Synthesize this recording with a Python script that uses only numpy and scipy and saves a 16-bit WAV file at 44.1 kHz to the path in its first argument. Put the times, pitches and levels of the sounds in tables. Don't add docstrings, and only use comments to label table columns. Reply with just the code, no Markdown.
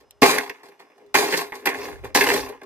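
import sys
import numpy as np
from scipy import signal
from scipy.fft import rfft, irfft, next_fast_len
from scipy.io import wavfile
from scipy.ndimage import map_coordinates

SR = 44100
rng = np.random.default_rng(int(sys.argv[2]) if len(sys.argv) > 2 else 0)


def persist_wave(psi):
    counts = np.round(np.clip(psi, -1, 1) * 32767).astype(np.int16)
    wavfile.write(sys.argv[1], SR, np.atleast_2d(counts).T)


def decibels_to_gain(level_db):
    exponent = np.asarray(level_db, float) / 20
    return 10 ** exponent


N = 116865
PORT_LAG_S = 9e-5

# start_s, relative_level_db, t60_s, deck_db, small_parts_db, cowl_db
PART_KNOCKS = [(0.22, -1, 0.049, 5, -5, 4.5), (0.229, 4.5, 0.095, 0, -5, -0.5),
               (0.26, -12, 0.079, 1, 9.5, 2), (0.28, -11, 0.031, 12.5, 8, -7),
               (0.293, -9.5, 0.039, 9, -8, 10), (0.304, -24, 0.026, 2, -8, 3),
               (0.329, -10, 0.16, 2, -12.5, -7), (0.383, 2, 0.018, -14.5, 0.5, -23),
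               (0.461, -37, 0.18, -0.5, -8, 12), (0.495, -11, 0.041, -12, -7, -11.5),
               (0.632, -32.5, 0.037, 6.5, -1, 3.5), (0.685, -40.5, 0.058, 10, 3.5, -4),
               (0.719, -43.5, 0.11, 3, -6, -7), (0.795, -40.5, 0.15, -4, 3, 5),
               (0.899, -41.5, 0.06, 1.5, -11.5, -1.5), (0.979, -44, 0.072, 5, -1, 7),
               (1.062, -47, 0.029, 1, 2.5, -5), (1.143, 2.5, 0.032, -8, -11, 3.3),
               (1.151, 0.5, 0.12, -10, -6, -8), (1.241, -11, 0.081, -10, -4, -18),
               (1.324, -3, 0.12, -3, -7, -22), (1.373, -24, 0.056, 11, 20, -9),
               (1.386, -15, 0.065, -17, -8, -8), (1.521, -21, 0.059, -3.5, -14, -1),
               (1.553, -35, 0.058, 3, 15.5, 8), (1.623, -37.5, 0.16, 12, -14, -13),
               (1.656, -6.5, 0.1, -9.5, 1.5, -7.5), (1.671, -6.5, 0.078, -11, -4.5, -7),
               (1.688, -10, 0.11, -20, -3, -24), (1.744, -11, 0.04, -21, -23, -22),
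               (1.755, -43, 0.06, 0.1, 12, 2), (1.828, -43.5, 0.27, -6, 20, -12),
               (1.86, -41, 0.042, 2, -8, 2), (1.883, -39, 0.036, 19, -12, 16),
               (2.043, -24.5, 0.18, -8, -3, 0.5), (2.148, 3.5, 0.075, -9, -1.5, -2.5),
               (2.171, -0.5, 0.04, -18, 4, -3), (2.207, 0.5, 0.095, -19, -4, -14),
               (2.237, -6.5, 0.071, -19, 2.5, -14), (2.269, -1, 0.036, -7, -20, -6),
               (2.287, -3, 0.19, -8.5, -2.5, -4), (2.337, -8, 0.046, 6, 4, -8),
               (2.468, -25.5, 0.24, 0.5, -37, 1.5), (2.488, -36.5, 0.11, 18.5, 10.5, -9),
               (2.546, -38.5, 0.021, 12, -12, 13.5), (2.613, -36.5, 0.14, 4, -21, 2),
               (2.632, -38, 0.048, 11, 6.5, 5)]


def unit(x):
    return x / np.sqrt(np.mean(x ** 2) + 1e-20)


def along(points, hz):
    f, value = np.transpose(points)
    return np.interp(np.log(hz + 1), np.log(f + 1), value)


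def wobble(knots_per_s):
    return map_coordinates(rng.standard_normal(300), [np.arange(N) * knots_per_s / SR])


def filtered(x, response):
    m = next_fast_len(N + SR // 4)
    spectrum = rfft(x, m) * response(np.fft.rfftfreq(m, 1 / SR))
    return irfft(spectrum, m)[..., :N]


def rings(modes, gains_db, f):
    h = 0
    for k, (hz, width_hz, db) in enumerate(modes):
        damping = 1j * f * width_hz
        h = h + (-1) ** k * decibels_to_gain(db + gains_db[k]) * damping / (hz * hz - f * f + damping)
    return h / np.sqrt(np.mean(abs(h) ** 2))


def ports(f, lag_s, path=1):
    bounce_s = [0.00031, 0.00037]
    bounce_gain, dull_hz = 0.73, 2470
    bounce = bounce_gain / (1 + (f / dull_hz) ** 2)
    lawn = 1 + bounce * np.exp(-2j * np.pi * f * path * np.array(bounce_s)[:, None])
    return lawn * np.exp(-1j * np.pi * f * lag_s * np.array([[1], [-1]]))


def air():
    # time_s, level_db
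    wind = [(0, -68), (.2, -68), (0.549, -84), (1.04, -93.5), (1.09, -65.5), (1.25, -74), (1.3, -90),
            (1.4, -66), (1.6, -75), (1.74, -77), (1.78, -54), (1.98, -48), (2.02, -39), (2.1, -50),
            (2.24, -52.5), (2.36, -44), (2.5, -54.5), (2.65, -75)]
    # freq_hz, relative_db_per_hz
    rumble_colour = [(12, -17.5), (30, -8.5), (70, 5), (120, -0.5), (200, -16), (400, -50), (600, -120)]
    # freq_hz, relative_db_per_hz
    hum_colour = [(20, -48), (100, -16.5), (200, -6), (400, 0), (900, -2.5), (2000, -14.5), (4000, -21),
                  (8000, -26.5), (14000, -35.5)]
    lumps_db, hum_db, hum_side = 2, -65, 0.35
    time_s, wind_db = np.transpose(wind)
    rumble = unit(filtered(rng.standard_normal((2, N)), lambda f: decibels_to_gain(along(rumble_colour, f))))
    mid, side = rng.standard_normal((2, N))
    hum_noise = np.array([mid + hum_side * side, mid - hum_side * side])
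    hum = unit(filtered(hum_noise, lambda f: decibels_to_gain(along(hum_colour, f))))
    level_db = np.interp(np.arange(N) / SR, time_s, wind_db) + lumps_db * wobble(16)
    return decibels_to_gain(level_db) * rumble + decibels_to_gain(hum_db) * hum


def faint_ring():
    # freq_hz, level_db
    modes = [(409, -62.5), (1922, -77), (2891, -77), (3537, -86), (5146, -75), (5954, -78)]
    blows_s = [-2, .22, 1.147, 2.149]
    t60_s, waver_db = 24, 3.5
    t = np.arange(N) / SR
    since_s = np.min([np.where(t >= s, t - s, 10) for s in blows_s], axis=0)
    tones = 0
    for hz, db in modes:
        cycles = hz * t + rng.random() + 0.11 * rng.random((2, 1))
        tones = tones + decibels_to_gain(db + waver_db * wobble(11)) * np.sin(2 * np.pi * cycles)
    return tones * decibels_to_gain(-60 * since_s / t60_s)


def shaking():
    # start_s, rattle_db, hold_s, t60_s, deck_db, small_parts_db
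    blows = [(0.0, -54, 0.0067, 0.13, 8, -0.5), (0.216, -18, 0.089, 0.46, -4.5, 1),
             (0.632, -47.5, 0.0094, 0.44, -1, -2.5), (0.789, -54.5, 0.0083, 0.92, 1.5, -9),
             (0.959, -64.5, 0.048, 1, 11.5, -5), (1.141, -20, 0.04, 0.68, 1.5, 3.5),
             (1.301, -29.5, 0.11, 0.23, -3, 4), (1.54, -41.5, 0.0075, 0.49, 2.5, 0.5),
             (1.651, -30, 0.021, 0.71, 0.5, -15), (1.735, -38.5, 0.14, 0.47, 3, -0.5),
             (2.025, -47.5, 0.029, 0.31, 13, -12), (2.145, -20, 0.047, 0.4, 2, 3.5),
             (2.263, -28, 0.12, 0.35, 2, 4.5)]
    rattle_rise_s, knock_rise_s, knock_db = .0015, .001, -9
    decay_rate = np.array([[1], [1], [1.223], [1]])
    t, power = np.arange(N) / SR, np.zeros((4, N))
    rows = [(s, db, rattle_rise_s, hold_s, t60_s, deck_db, small_db, 0)
            for s, db, hold_s, t60_s, deck_db, small_db in blows]
    rows += [(s, db + knock_db, knock_rise_s, 0, t60_s, deck_db, small_db, cowl_db)
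             for s, db, t60_s, deck_db, small_db, cowl_db in PART_KNOCKS]
    for s, db, rise_s, hold_s, t60_s, deck_db, small_db, cowl_db in rows:
        i = round(s * SR)
        u = t[i:i + SR] - t[i]
        decay_db = 60 * np.maximum(u - hold_s, 0) / t60_s * decay_rate
        shape = (1 - np.exp(-u / rise_s)) * decibels_to_gain(db - decay_db)
        power[:, i:i + SR] += (shape * decibels_to_gain([[deck_db], [cowl_db], [small_db], [0]])) ** 2
    return np.sqrt(power)


def small_parts(f, spots):
    # freq_hz, relative_db_per_hz
    colour = [(2600, -16.5), (3200, -5.5), (4500, 6.5), (5600, -3.5), (7000, -5), (8800, -5), (11500, -5),
              (14000, -8.5)]
    mode_q, smooth_share = 29, 0.93
    modes_hz = 3000 * 5 ** spots
    modes = rings([(hz, hz / mode_q, 0) for hz in modes_hz], np.zeros(len(modes_hz)), f)
    return unit(decibels_to_gain(along(colour, f))) * (smooth_share + modes)


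def mower(count=7):
    # freq_hz, width_hz, relative_db
    deck = [(147.2, 72, -16.5), (176, 59, -15), (262.5, 33.7, -3), (306, 101, -9), (406.2, 30.8, 2),
            (455, 45, -4.5), (515.6, 66, -7.5), (640, 52, -15)]
    # freq_hz, width_hz, relative_db
    cowl = [(687.5, 50, -4), (826, 110, -0.5), (986, 70, 4), (1104, 60, 5), (1162, 55, 5.5),
            (1316, 250, -5)]
    # freq_hz, width_hz, relative_db
    handle = [(1510, 150, 1.5), (1714, 130, 4), (1861, 170, 1), (2102, 140, 0.5), (2242, 89, -4.5),
              (2360, 220, -5.5), (2518, 140, -4.5), (2685, 73, -8), (2930, 95, -13), (3393, 140, -12)]
    deck_db, cowl_db, handle_db, small_db = -6.5, -3.5, -2, -11.5
    contacts_per_s, contact_scatter_db, hiss_share = 1000, 4.5, .15
    strike_db, strike_delay_s = 22.5, .001
    swap_db, shake_db = 6, 2
    fizz_clicks, fizz_apart = 0.49, 0.62
    balance_scatter_db, detune, lag_scatter_s, path_scatter = 3, .018, 3e-5, .12
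    deck_drive, cowl_drive, small_drive, handle_drive = shaking()
    strikes = np.zeros(N)
    strikes[[round((row[0] + strike_delay_s) * SR) for row in PART_KNOCKS]] = decibels_to_gain(strike_db)
    turns = decibels_to_gain(swap_db * np.array([wobble(18) for _ in range(count)]))
    turns = turns / np.linalg.norm(turns, axis=0)
    out = 0
    for turn in turns:
        hits = (rng.random(N) < contacts_per_s / count / SR) * decibels_to_gain(contact_scatter_db * rng.standard_normal(N))
        hits = hits * rng.choice([-1, 1], N)
        strike = strikes * (turn == turns.max(0)) / turn * rng.choice([-1, 1], N)
        contact = np.sqrt(1 - hiss_share) * unit(hits) + strike
        force = contact + np.sqrt(hiss_share) * rng.standard_normal(N)
        force = force * turn * decibels_to_gain(shake_db * wobble(45))
        fizz = fizz_clicks * contact + rng.standard_normal(N) + fizz_apart * rng.standard_normal((2, N))
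        fizz = fizz * turn * decibels_to_gain(shake_db * wobble(90))
        gains_db = balance_scatter_db * rng.standard_normal((3, 20))
        spots = rng.random(40)
        tune = 1 + detune * rng.standard_normal()
        lag_s = PORT_LAG_S + lag_scatter_s * rng.standard_normal()
        path = 1 + path_scatter * rng.standard_normal()
        bodies = [(deck, deck_db, deck_drive, gains_db[0] / 2), (cowl, cowl_db, cowl_drive, gains_db[1]),
                  (handle, handle_db, handle_drive, gains_db[2])]
        for modes, db, drive, mode_db in bodies:
            def body(f):
                low_cut = (1j * f / (111 + 1j * f)) ** 3
                return decibels_to_gain(db) * rings(modes, mode_db, f * tune) * low_cut * ports(f, lag_s, path)
            out = out + filtered(force * drive, body)
        out = out + filtered(fizz * small_drive,
                             lambda f: decibels_to_gain(small_db) * small_parts(f, spots) * ports(f, lag_s, path))
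    return out


def fence(x):
    # freq_hz, t60_s
    decay = [(200, 0.11), (2000, 0.091), (10000, 0.011)]
    delay_s = .004
    hz, t, z = signal.stft(rng.standard_normal((2, SR // 3)), SR, nperseg=256)
    tail = signal.istft(z * decibels_to_gain(-60 * t / along(decay, hz)[:, None]), SR, nperseg=256)[1]
    delayed = np.pad(x, ((0, 0), (round(delay_s * SR), 0)))
    return signal.fftconvolve(delayed, tail / np.linalg.norm(tail[0]), axes=1)[:, :N]


def tick():
    start_s, level_db, width_s = .1095, -34, 0.00077
    u = (np.arange(N) / SR - start_s) / width_s
    burst = decibels_to_gain(level_db) * np.exp(-abs(u)) * rng.standard_normal(N)
    return filtered(burst, lambda f: (f > 700) * ports(f, PORT_LAG_S))


def thump():
    # start_s, wheels_db, deck_db
    pushes = [(0.221, -24.5, -4.5), (1.149, -36, -20.5), (2.152, -40, -17)]
    wheels_hz, deck_hz, t60_s, rise_s = 130, 263, 0.087, 0.0023
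    t, out = np.arange(N) / SR, np.zeros(N)
    for s, wheels_db, deck_db in pushes:
        u = np.maximum(t - s, 0)
        for hz, db in [(wheels_hz, wheels_db), (deck_hz, deck_db)]:
            out += decibels_to_gain(db - 60 * u / t60_s) * (1 - np.exp(-u / rise_s)) * np.sin(2 * np.pi * hz * u)
    return out


def ping():
    # start_s, level_db
    tube_knocks = [(.383, -20), (.496, -33), (1.522, -28)]
    tube_hz = [1944, 2120]
    t60_s = 0.06
    t, ring = np.arange(N) / SR, np.zeros(N)
    for s, db in tube_knocks:
        u = np.maximum(t - s, 0)
        for hz in tube_hz:
            ring += decibels_to_gain(db - 60 * u / t60_s) * np.sin(2 * np.pi * hz * u)
    return filtered(ring, lambda f: ports(f, PORT_LAG_S))


def scene():
    pan_db, echo_db = -0.3, -11
    near = (mower() + tick() + ping()) * decibels_to_gain([[pan_db], [-pan_db]])
    return near + decibels_to_gain(echo_db) * fence(near) + thump() + faint_ring() + air()


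def top_cut(x):
    return signal.sosfilt(signal.butter(12, 15960, fs=SR, output="sos"), x)


def record(dry):
    top_hz, slope_hz = 14950, 300
    soft = dry / (1 + abs(dry) ** 6) ** (1 / 6)
    mix = filtered(soft, lambda f: np.clip((top_hz - f) / slope_hz, 0, 1) ** 2)
    return top_cut(mix)


dry = scene()
out = record(dry)
persist_wave(out)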